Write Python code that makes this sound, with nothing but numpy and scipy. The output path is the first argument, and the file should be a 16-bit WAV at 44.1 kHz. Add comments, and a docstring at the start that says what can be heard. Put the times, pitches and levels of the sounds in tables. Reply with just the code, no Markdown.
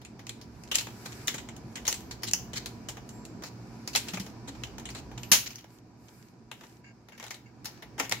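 """At a desk in a small room, a hand flips the tray of a plastic disc case, works a disc off and presses it into a drive tray.
Clicks, rubs and the snap are bursts of noisy slips ringing plastic resonances, with a short room tail.
Desk thuds and fingertip squeaks are sines; rim chirps and loose crackle are noise through resonances.
Fans, rumble, scraping and rustle are shaped noise. The fans and rumble sink after the big snap and return at the end."""
import sys
import numpy as np
from scipy import signal
from scipy.fft import rfft, irfft, next_fast_len
from scipy.io import wavfile
from scipy.ndimage import uniform_filter1d

SR = 44100
rng = np.random.default_rng(int(sys.argv[2]) if len(sys.argv) > 2 else 0)


def to_wav(sig):
    """Store sig (one row per channel, or 1-D mono) as 16-bit WAV at the path in sys.argv[1].

    Samples outside -1..1 are clipped; the rate is SR.
    """
    pcm = np.clip(np.atleast_2d(sig), -1, 1) * 32767
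    pcm = np.round(pcm).astype(np.int16)
    wavfile.write(sys.argv[1], SR, pcm.T)  # frames by channels


N = 361619


def amp(db):
    """Gain of a level in dB."""
    return 10 ** (np.asarray(db) / 20)


def unit(x):
    """x at rms 1."""
    return x / np.sqrt(np.mean(np.abs(x) ** 2) + 1e-20)


def along(points, hz):
    """Read a curve of (Hz, value) points on a log frequency axis."""
    f, v = np.transpose(points)
    return np.interp(np.log(hz + 1), np.log(f + 1), v)


def curves(rows):
    """One value per sample for each column after the time."""
    s, *cols = np.transpose(rows)
    return [np.interp(np.arange(N) / SR, s, c) for c in cols]


def filtered(x, response):
    """x times a complex response of frequency."""
    m = next_fast_len(N + SR // 2)
    return irfft(rfft(x, m) * response(np.fft.rfftfreq(m, 1 / SR)), m)[..., :N]


def resonances(modes, f):
    """Causal response of (Hz, width Hz, dB) resonances, with alternating signs."""
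    total = 0
    for k, (centre, width, db) in enumerate(modes):
        bandpass = 1j * f * width / (centre * centre - f * f + 1j * f * width)
        total = total + (-1) ** k * amp(db) * bandpass
    return total


# Left-right likeness of the stereo image. Each row: frequency in Hz, correlation from -1 to 1.
STEREO_LIKENESS = [(40, 0.78), (200, 1), (600, .7), (1500, 0.19), (5000, -0.05), (14000, -0.094)]


def pair(spectra, f):
    """Left and right from two unrelated spectra: alike in the bass, unlike in the treble."""
    turn = np.arccos(np.clip(along(STEREO_LIKENESS, f), -1, 1)) / 2
    mid, side = spectra[0] * np.cos(turn), spectra[1] * np.sin(turn)
    return np.array([mid + side, mid - side])


def rush(gain, patchy_db):
    """Stereo noise of rms 1, coloured by gain, with random patches in time and frequency."""
    z = signal.stft(rng.standard_normal((2, N)), nperseg=512)[2]
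    field = uniform_filter1d(rng.standard_normal(z.shape[1:]), size=6, axis=0)
    field = uniform_filter1d(field, size=10, axis=1)
    noise = signal.istft(z * amp(patchy_db * unit(field)), nperseg=512)[1][:, :N]
    m = next_fast_len(N)
    f = np.fft.rfftfreq(m, 1 / SR)
    return unit(irfft(pair(rfft(noise, m), f) * gain(f), m)[:, :N])


# Slow moves of the bed. Each row: time in seconds, fan level in dB, rumble level in dB.
BED_LEVELS = [(0, -52, -60), (1.2, -47, -58.5), (2.1, -46.5, -53.5), (3.0, -47, -58), (3.7, -47, -59.5),
              (4.75, -46, -52), (5.3, -47, -54.5), (5.6, -55.5, -68), (6.2, -55.5, -69), (7.3, -56.5, -71),
              (8.2, -48, -60)]
# Colour of the fan air. Each row: frequency in Hz, relative level per Hz in dB.
FAN_AIR = [(53, -37), (90, -15), (118, 5), (151, -7), (325, -5), (532, -17.5), (578, -19), (740, -14.5),
           (926, -19.5), (1010, -20), (1500, -29.5), (1950, -72), (3300, -120)]
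# Wavering fan tones. Each row: frequency in Hz, width in Hz, relative level in dB.
FAN_TONES = [(112.5, 5.5, -54), (183, 9, -58.5), (228.4, 11, -53.5), (975, 6.1, -62)]


def fans():
    """Broad fan air, with narrow noise bands for its wavering tones."""
    fans_db, _ = curves(BED_LEVELS)
    air = rush(lambda hz: amp(along(FAN_AIR, hz)), patchy_db=.8)
    tones = rush(lambda hz: np.abs(resonances(FAN_TONES, hz)), patchy_db=.5)
    return amp(fans_db) * (air + amp(-5.0) * tones)


# Colour of the low rumble. Each row: frequency in Hz, relative level per Hz in dB.
RUMBLE_COLOUR = [(20, -33.5), (35, -20.5), (58, 1), (85, -5.5), (110, -34.5), (200, -120)]


def rumble():
    """Noise in the deep bass with its own slow level curve."""
    _, rumble_db = curves(BED_LEVELS)
    return amp(rumble_db) * rush(lambda hz: amp(along(RUMBLE_COLOUR, hz)), patchy_db=1.2)


# Hand and sleeve brushing past. 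Each row: start in seconds, length in seconds, scrape level in dB, rustle level in dB.
SWISHES = [(.45, 0.79, -63, -66.5), (0.837, 0.67, -53.5, -59), (1.6, 0.43, -74, -68), (2.3, 0.74, -67, -75),
           (3.036, 0.2, -81, -67), (3.447, 0.84, -64, -72), (3.845, .5, -57, -58), (4.476, 0.29, -61, -72),
           (5.15, 0.52, -58.5, -70), (5.673, .14, -66.5, -67), (5.956, 0.4, -65, -67),
           (6.499, 0.33, -65, -67.5), (7.107, .33, -59, -71), (7.645, 0.21, -60, -82), (8.0, .4, -70, -74)]


def swells(column):
    """Summed power of the swishes, each a smooth rise and fall."""
    t = np.arange(N) / SR
    power = 0
    for row in SWISHES:
        progress = np.clip((t - row[0]) / row[1], 0, 1)
        power = power + amp(row[column]) ** 2 * np.sin(np.pi * progress) ** 2
    return power


# Colour of the hiss and scraping. Each row: frequency in Hz, relative level per Hz in dB.
HISS_COLOUR = [(710, -34.5), (1200, -6), (1530, -4), (1750, -4.5), (2040, -10), (2280, -5), (3300, -17.5),
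               (4860, -7.5), (6260, -11.5), (8130, -21), (9000, -34), (11700, -57), (19800, -120)]
HISS_DB = -13.5  # steady fan hiss, relative to the fans


def scraping():
    """Steady fan hiss that swells into scraping as the hand moves."""
    fans_db, _ = curves(BED_LEVELS)
    hiss = rush(lambda hz: amp(along(HISS_COLOUR, hz)), patchy_db=.8)
    return hiss * np.sqrt(amp(fans_db + HISS_DB) ** 2 + swells(column=2))


# Colour of the treble sheen and rustle. Each row: frequency in Hz, relative level per Hz in dB.
RUSTLE_COLOUR = [(4410, -41.5), (7500, -1), (8610, -9), (11700, -5.5), (15100, -9), (16100, -26),
                 (16500, -38.5)]
SHEEN_DB = -30.5  # steady top end of the hiss, relative to the fans


def rustle():
    """Bright noise: a faint steady sheen, swelling with skin and sleeve."""
    fans_db, _ = curves(BED_LEVELS)
    sheen = rush(lambda hz: amp(along(RUSTLE_COLOUR, hz)), patchy_db=1.2)
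    return sheen * np.sqrt(amp(fans_db + SHEEN_DB) ** 2 + swells(column=3))


def background():
    """The bed: fans and rumble leaning right, under scraping and rustle."""
    low = fans() + rumble()
    return low * amp([[-.9], [.9]]) + scraping() + rustle()


# Thin squeaks of a fingertip on the smooth disc, one list per squeak.
# Each row: time in seconds, pitch in Hz, level in dB.
SQUEAKS = [
    [(1.995, 12600, -65), (2.06, 13100, -74), (2.11, 12000, -72)],
    [(3.1, 7450, -72), (3.15, 7460, -64), (3.42, 7560, -81)],
    [(5.177, 13050, -71), (5.25, 13200, -59.5), (5.28, 12770, -67), (5.312, 13500, -48)],
]


def squeaks():
    """Slightly unsteady sines that fade in and out."""
    out, t = np.zeros(N), np.arange(N) / SR
    for rows in SQUEAKS:
        s, hz, db = np.transpose(rows)
        drift = uniform_filter1d(rng.standard_normal(N), size=150)
        pitch = np.interp(t, s, hz) + 40 * unit(drift)
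        fade = np.clip(np.minimum(t - s[0], s[-1] - t) / 0.0076, 0, 1)
        tone = np.sin(2 * np.pi * np.cumsum(pitch) / SR)
        out += np.sqrt(2) * fade * amp(np.interp(t, s, db)) * tone
    return out


# The desk answering a press. Each row: start in seconds, level in dB, pitch in Hz, t60 in seconds.
THUDS = [(1.343, -33.5, 225, 0.047), (3.437, -46, 143, 0.13), (4.134, -30, 181.5, 0.21),
         (4.199, -28, 191, 0.12), (4.482, -32.5, 276, 0.11), (5.316, -26, 190, 0.084),
         (7.995, -37.5, 265, 0.26)]


def thuds():
    """A soft press sets the desk top ringing low: a decaying sine with a rounded onset."""
    out, t = np.zeros(N + SR), np.arange(SR // 2) / SR
    onset = 1 - np.exp(-t / 0.0016)
    for s, db, hz, t60 in THUDS:
        decay = amp(db - 60 * t / max(t60, .02))
        out[round(s * SR):][:len(t)] += decay * onset * np.sin(2 * np.pi * hz * t)
    return out[:N]


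# Case panels. Each row: frequency in Hz, width in Hz, level in dB.
CASE_PANELS = [(2024, 780, -3.5), (2620, 270, 2.5), (2944, 470, -1), (4180, 720, 1.5), (5620, 2280, -1),
               (7310, 1100, 0.5)]
# Hollow knock of the case on the desk. Each row: frequency in Hz, width in Hz, level in dB.
HOLLOW_KNOCK = [(200, 68, -5.5), (460, 190, 10.5), (808, 209, 18), (868, 140, 20.5), (1515, 750, 8)]
TICKS_PER_S, TICK_SPREAD_DB, TICK_T60_S = 68, 8, .02
CRACKLE_DB = -2  # over the scrape level


def crackle():
    """Loose plastic: sparse random ticks, each a short chatter, ring the panels while the hand moves."""
    loudness = amp(TICK_SPREAD_DB * rng.exponential(size=N).clip(0, 3))
    ticks = (rng.random(N) < TICKS_PER_S / SR) * loudness
    decay = amp(-60 * np.arange(SR // 20) / SR / TICK_T60_S)
    chatter = signal.fftconvolve(ticks, decay)[:N] * rng.standard_normal((2, N))
    ringing = filtered(chatter, lambda hz: resonances(CASE_PANELS, hz) + amp(-16.5) * resonances(HOLLOW_KNOCK, hz))
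    return amp(CRACKLE_DB) * np.sqrt(swells(column=2)) * unit(ringing)


# The disc rim scraping the tray. Each row: start in seconds, length in seconds, level in dB.
CHIRPS = [(6.839, 0.1, -56), (7.12, 0.058, -51.5), (7.457, 0.068, -58.5)]
# Narrow modes of the disc rim. Each row: frequency in Hz, width in Hz, relative level in dB.
RIM_MODES = [(1610, 45, 0), (2200, 80, -1), (2770, 50, -4), (4700, 300, -17), (6900, 200, -15)]


def chirps():
    """A rough scrape excites the narrow modes of the disc rim."""
    t = np.arange(N) / SR
    force = 0
    for s, length, db in CHIRPS:
        fade_in = np.clip((t - s) / 0.0037, 0, 1)
        fade_out = np.clip((s + length - t) / 0.061, 0, 1)
        force = force + amp(db) * fade_in * fade_out
    roughness = amp(2.0 * unit(uniform_filter1d(rng.standard_normal(N), size=150)))
    grit = roughness * rng.standard_normal((2, N))
    return force * unit(filtered(grit, lambda hz: resonances(RIM_MODES, hz)))


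# Decay of the small room. Each row: frequency in Hz, t60 in seconds.
ROOM_DECAY = [(200, 0.14), (1000, 0.23), (3000, 0.38), (6000, 0.29), (10000, 0.28), (15000, 0.45)]


def room(count):
    """A fresh stereo reverberation tail: decaying noise, scaled to energy 1 on the left."""
    hz, t, z = signal.stft(rng.standard_normal((2, count)), SR, nperseg=256)
    decay = amp(-60 * t / along(ROOM_DECAY, hz)[:, None])
    tail = signal.istft(z * decay, SR, nperseg=256)[1][:, :count]
    tail = tail * (1 - np.exp(-np.arange(count) / SR / 0.0011))  # echoes build up over the first milliseconds
    return tail / np.linalg.norm(tail[0])


def strike(t, crack_db):
    """A brief crack on top of a chatter that builds up a little later and dies away."""
    crack = amp(crack_db - 60 * t / .011) * (1 - np.exp(-t / .0005))
    chatter = amp(-60 * t / 0.1) * (1 - np.exp(-t / .0015))
    shape = crack + chatter
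    return shape / shape.max()


def stroke(t, length):
    """A swell and fade over the length of a rub."""
    return np.sin(np.pi * np.clip(t / length, 0, 1)) ** 0.52


def rattle(t, t60):
    """The freed disc shudders on, dying away evenly."""
    return amp(-60 * t / t60) * (1 - np.exp(-t / .0006))


# Drive tray panels. Each row: frequency in Hz, width in Hz, level in dB.
TRAY_PANELS = [(1820, 150, -6), (2190, 140, -1), (2730, 790, -7), (3920, 570, -2.5), (5260, 2160, -7.5),
               (7260, 1150, -6)]
# Bright hub teeth. Each row: frequency in Hz, width in Hz, level in dB.
HUB_TEETH = [(10600, 4100, 10), (12000, 2500, -17), (12500, 2100, -6.5)]
MOVE_S = 6  # the hand leaves the case for the drive tray
SIZZLE_PER_OCTAVE_DB = 5  # a brighter contact also shakes the hub teeth more


def plastic(events, motion, sizzle_db):
    """Each contact is a chatter of tiny slips that rings the plastic, heard direct and through the room."""
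    size = 3 * 2 ** 13
    out = np.zeros((2, N + size))
    f, t = np.fft.rfftfreq(size, 1 / SR), np.arange(size // 4) / SR
    hollow, edges = resonances(HOLLOW_KNOCK, f), resonances(HUB_TEETH, f)
    thin = 1j * f / (1j * f + 700)  # thin panels radiate little bass
    for s, db, hz, knock_db, motion_setting in events:
        lumps = amp(1.54 * unit(uniform_filter1d(rng.standard_normal(len(t)), size=40)))  # slips come in clumps
        shape = motion(t, motion_setting)
        slips = shape * lumps * rng.standard_normal((2, len(t)))

        modes, pan_db = (CASE_PANELS, .4) if s < MOVE_S else (TRAY_PANELS, 1.2)
        # every contact favours other modes
        varied = [(c, w, level + rng.normal(0, 2.5)) for c, w, level in modes]
        panels = thin * resonances(varied, f)
        spot = 1 + resonances([(hz, 900, 1.5)], f)  # the part nearest the finger rings most
        edge_db = sizzle_db + SIZZLE_PER_OCTAVE_DB * np.log2(hz / 4000)
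        body = panels * spot + amp(knock_db) * hollow + amp(edge_db) * edges

        echo = rfft(room(count=2 ** 14), size) * np.linalg.norm(shape) * amp(-8)  # fed by the energy of the chatter
        late = np.exp(-2j * np.pi * f * t[np.argmax(shape)])  # the echo follows the strongest moment
        both = pair(rfft(slips, size) + echo * late, f) * body * amp([[pan_db], [-pan_db]])
        start = round(s * SR)
        out[:, start:start + size] += amp(db) * irfft(both, size)
    return out[:, :N]


# Short rubs that swell and fade.
# Each row: start in seconds, drive level in dB, finger-spot resonance in Hz, knock level in dB, length in seconds.
RUBS = [(.742, -22.5, 3430, -22, 0.023), (1.052, -41, 6160, -2.5, 0.02), (1.892, -31, 6270, -24, .045),
        (2.268, -30, 4200, -31, 0.031), (2.555, -30, 4430, -22.5, .035), (3.435, -42.5, 4350, -19, .059),
        (4.474, -38.5, 4100, -7.5, 0.028), (4.945, -42, 4240, -12.5, .063),
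        (5.458, -31.5, 2730, -18.5, .024), (7.99, -21, 2120, -13.5, .021), (8.02, -34, 2080, -10.5, 0.041)]


def rubs():
    """Plastic slipping steadily under a short stroke."""
    return plastic(RUBS, stroke, sizzle_db=-25)


# Plastic slipping, knocking or cracking.
# Each row: start in seconds, drive level in dB, finger-spot resonance in Hz, knock level in dB, crack over chatter in dB.
CLICKS = [(.0154, -47, 5040, -6, 6), (.0488, -38.5, 1960, -17, 3), (.192, -43.5, 2050, -5.5, 2),
          (.2673, -31, 2640, -16, 13), (.2927, -24.5, 3650, -24, 14), (.4125, -43, 5000, -20, -0.5),
          (.6355, -40.5, 5200, -25, 10), (.7138, -20.5, 3100, -16.5, -2.5), (.7545, -11.5, 7560, -26, 14),
          (.7831, -19.5, 3500, -20.5, 2), (.8082, -29, 7150, -12.5, 4), (.8684, -35.5, 3300, -1, 7.5),
          (1.0575, -33, 6460, -8.5, 3), (1.1209, -39, 2750, -18, 4), (1.2728, -21.5, 6750, -30, 19),
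          (1.2801, -14.5, 3700, -24, 11), (1.3414, -31, 7000, -4.5, 4.5), (1.3808, -35, 2330, -12, -4.5),
          (1.4875, -36.5, 2160, -7, 8), (1.5638, -40, 6500, -28, 8), (1.7554, -28.5, 1700, -18, 3.5),
          (1.7694, -34, 1750, -12.5, -2.5), (1.8517, -33, 3720, -15, -2), (1.8667, -27, 3600, -22, 2),
          (1.8775, -19.5, 6360, -14.5, -2), (1.9259, -17.5, 6000, -21, 22), (1.9413, -29.5, 7440, -14, 6.5),
          (2.0063, -39.5, 6230, -9, 22), (2.1096, -33.5, 4340, -15, -1.5), (2.2209, -45, 5100, -13, -2),
          (2.2328, -24, 4530, -17, 4), (2.3113, -22.5, 6350, -32, 21), (2.3341, -15.5, 6140, -21.5, 13.5),
          (2.5326, -31.5, 3050, -12, 2.5), (2.6584, -26.5, 6460, -15, 6.5), (2.8863, -26.5, 4830, -14, 1),
          (2.9692, -42.5, 2290, 3.5, 5), (3.0906, -38, 6300, -31, 11), (3.251, -37.5, 7050, -24, 11.5),
          (3.4216, -42, 6200, 0, 4), (3.4356, -34, 4370, -5, 3), (3.875, -24.5, 4870, -15.5, 9),
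          (3.931, -35.5, 3540, -30, -10), (3.9499, -17, 3460, -7.5, 6), (3.9582, -14, 5500, -36, 1.5),
          (3.974, -25, 6700, -32, 3), (4.076, -41, 4450, -6, 8), (4.0831, -29, 3650, -16, -1.5),
          (4.1345, -31.5, 2840, -5.5, 0.5), (4.1425, -30.5, 4300, -14, 5), (4.1714, -31.5, 2500, -3, 7),
          (4.1974, -29, 5200, -31, 1.5), (4.2627, -39, 5200, -6.5, 5), (4.4842, -40.5, 3940, -15, 7),
          (4.5496, -48.5, 2270, -1, 2), (4.6354, -28, 2170, -15, 9), (4.782, -34.5, 6200, -3.5, 14.5),
          (4.7968, -40, 6300, -8, 10), (4.8544, -31.5, 2830, -15, 7), (4.8888, -36, 2330, -10, 5.5),
          (4.9023, -39.5, 4300, -11.5, 4.5), (4.9487, -35.5, 4450, -3, 6), (5.1138, -49.5, 2500, 5, 4.5),
          (5.1766, -36.5, 2630, -8, 5.5), (5.232, -29, 2940, -28, 10), (5.5049, -39.5, 2690, -12, 5),
          (5.5568, -35, 5960, -30, 16), (5.5827, -38.5, 2620, -21, 5), (5.6426, -46, 1997, -0.5, 12),
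          (6.5139, -28.5, 2580, -11, 5.5), (6.6094, -42.5, 1920, -4, 5), (6.635, -42, 1850, -7, -1),
          (7.0852, -40, 2166, -9, 4.5), (7.1206, -48.5, 2350, -6, 2), (7.1777, -38.5, 2170, -17.5, 3),
          (7.1975, -31, 1708, -10.5, 6.5), (7.226, -32, 2060, -10, 3.5), (7.2389, -29.5, 2050, -14.5, 4.5),
          (7.2644, -33, 3800, -12, 5.5), (7.3061, -23, 1970, -17, 5.5), (7.3443, -35, 4260, -15.5, 7.5),
          (7.6445, -32.5, 7430, -16, 4.5), (7.6546, -24.5, 5300, -18, 4), (7.684, -40, 4910, -8.5, 5),
          (7.8223, -34, 1890, -11, -2.5), (7.9795, -33, 2080, -7, -3), (7.9982, -12, 2060, -6.5, 13.5),
          (8.0505, -35, 2100, -14, -2), (8.0945, -21.5, 7000, -18, 21), (8.1125, -21.5, 1930, -12.5, -2),
          (8.1218, -7.5, 1810, -17, 19)]


def clicks():
    """Brittle contacts: a crack and its chatter ring the panels."""
    return plastic(CLICKS, strike, sizzle_db=-22.5)


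# The disc springs off the hub.
# Each row: start in seconds, drive level in dB, finger-spot resonance in Hz, knock level in dB, rattle t60 in seconds.
SNAP = [(5.3158, -6.5, 6410, -21.5, .2)]


def snap():
    """The disc lets go of the hub at once and rattles out, with extra sizzle from the teeth."""
    return plastic(SNAP, rattle, sizzle_db=-18.5)


def scene():
    """All sources at the two microphone ports."""
    bed = background() + squeaks() * amp([[.3], [-.3]])
    return bed + thuds() + crackle() + chirps() + rubs() + clicks() + snap()


TOP_HZ = 16000  # band limit


def record(dry):
    """The input rounds off the highest peaks; nothing is kept above the band limit."""
    soft = dry / (1 + np.abs(dry / .9) ** 4) ** (1 / 4)
    return filtered(soft, lambda hz: np.clip((TOP_HZ - hz) / 250, 0, 1) ** 2)


dry = scene()
out = record(dry)
to_wav(out)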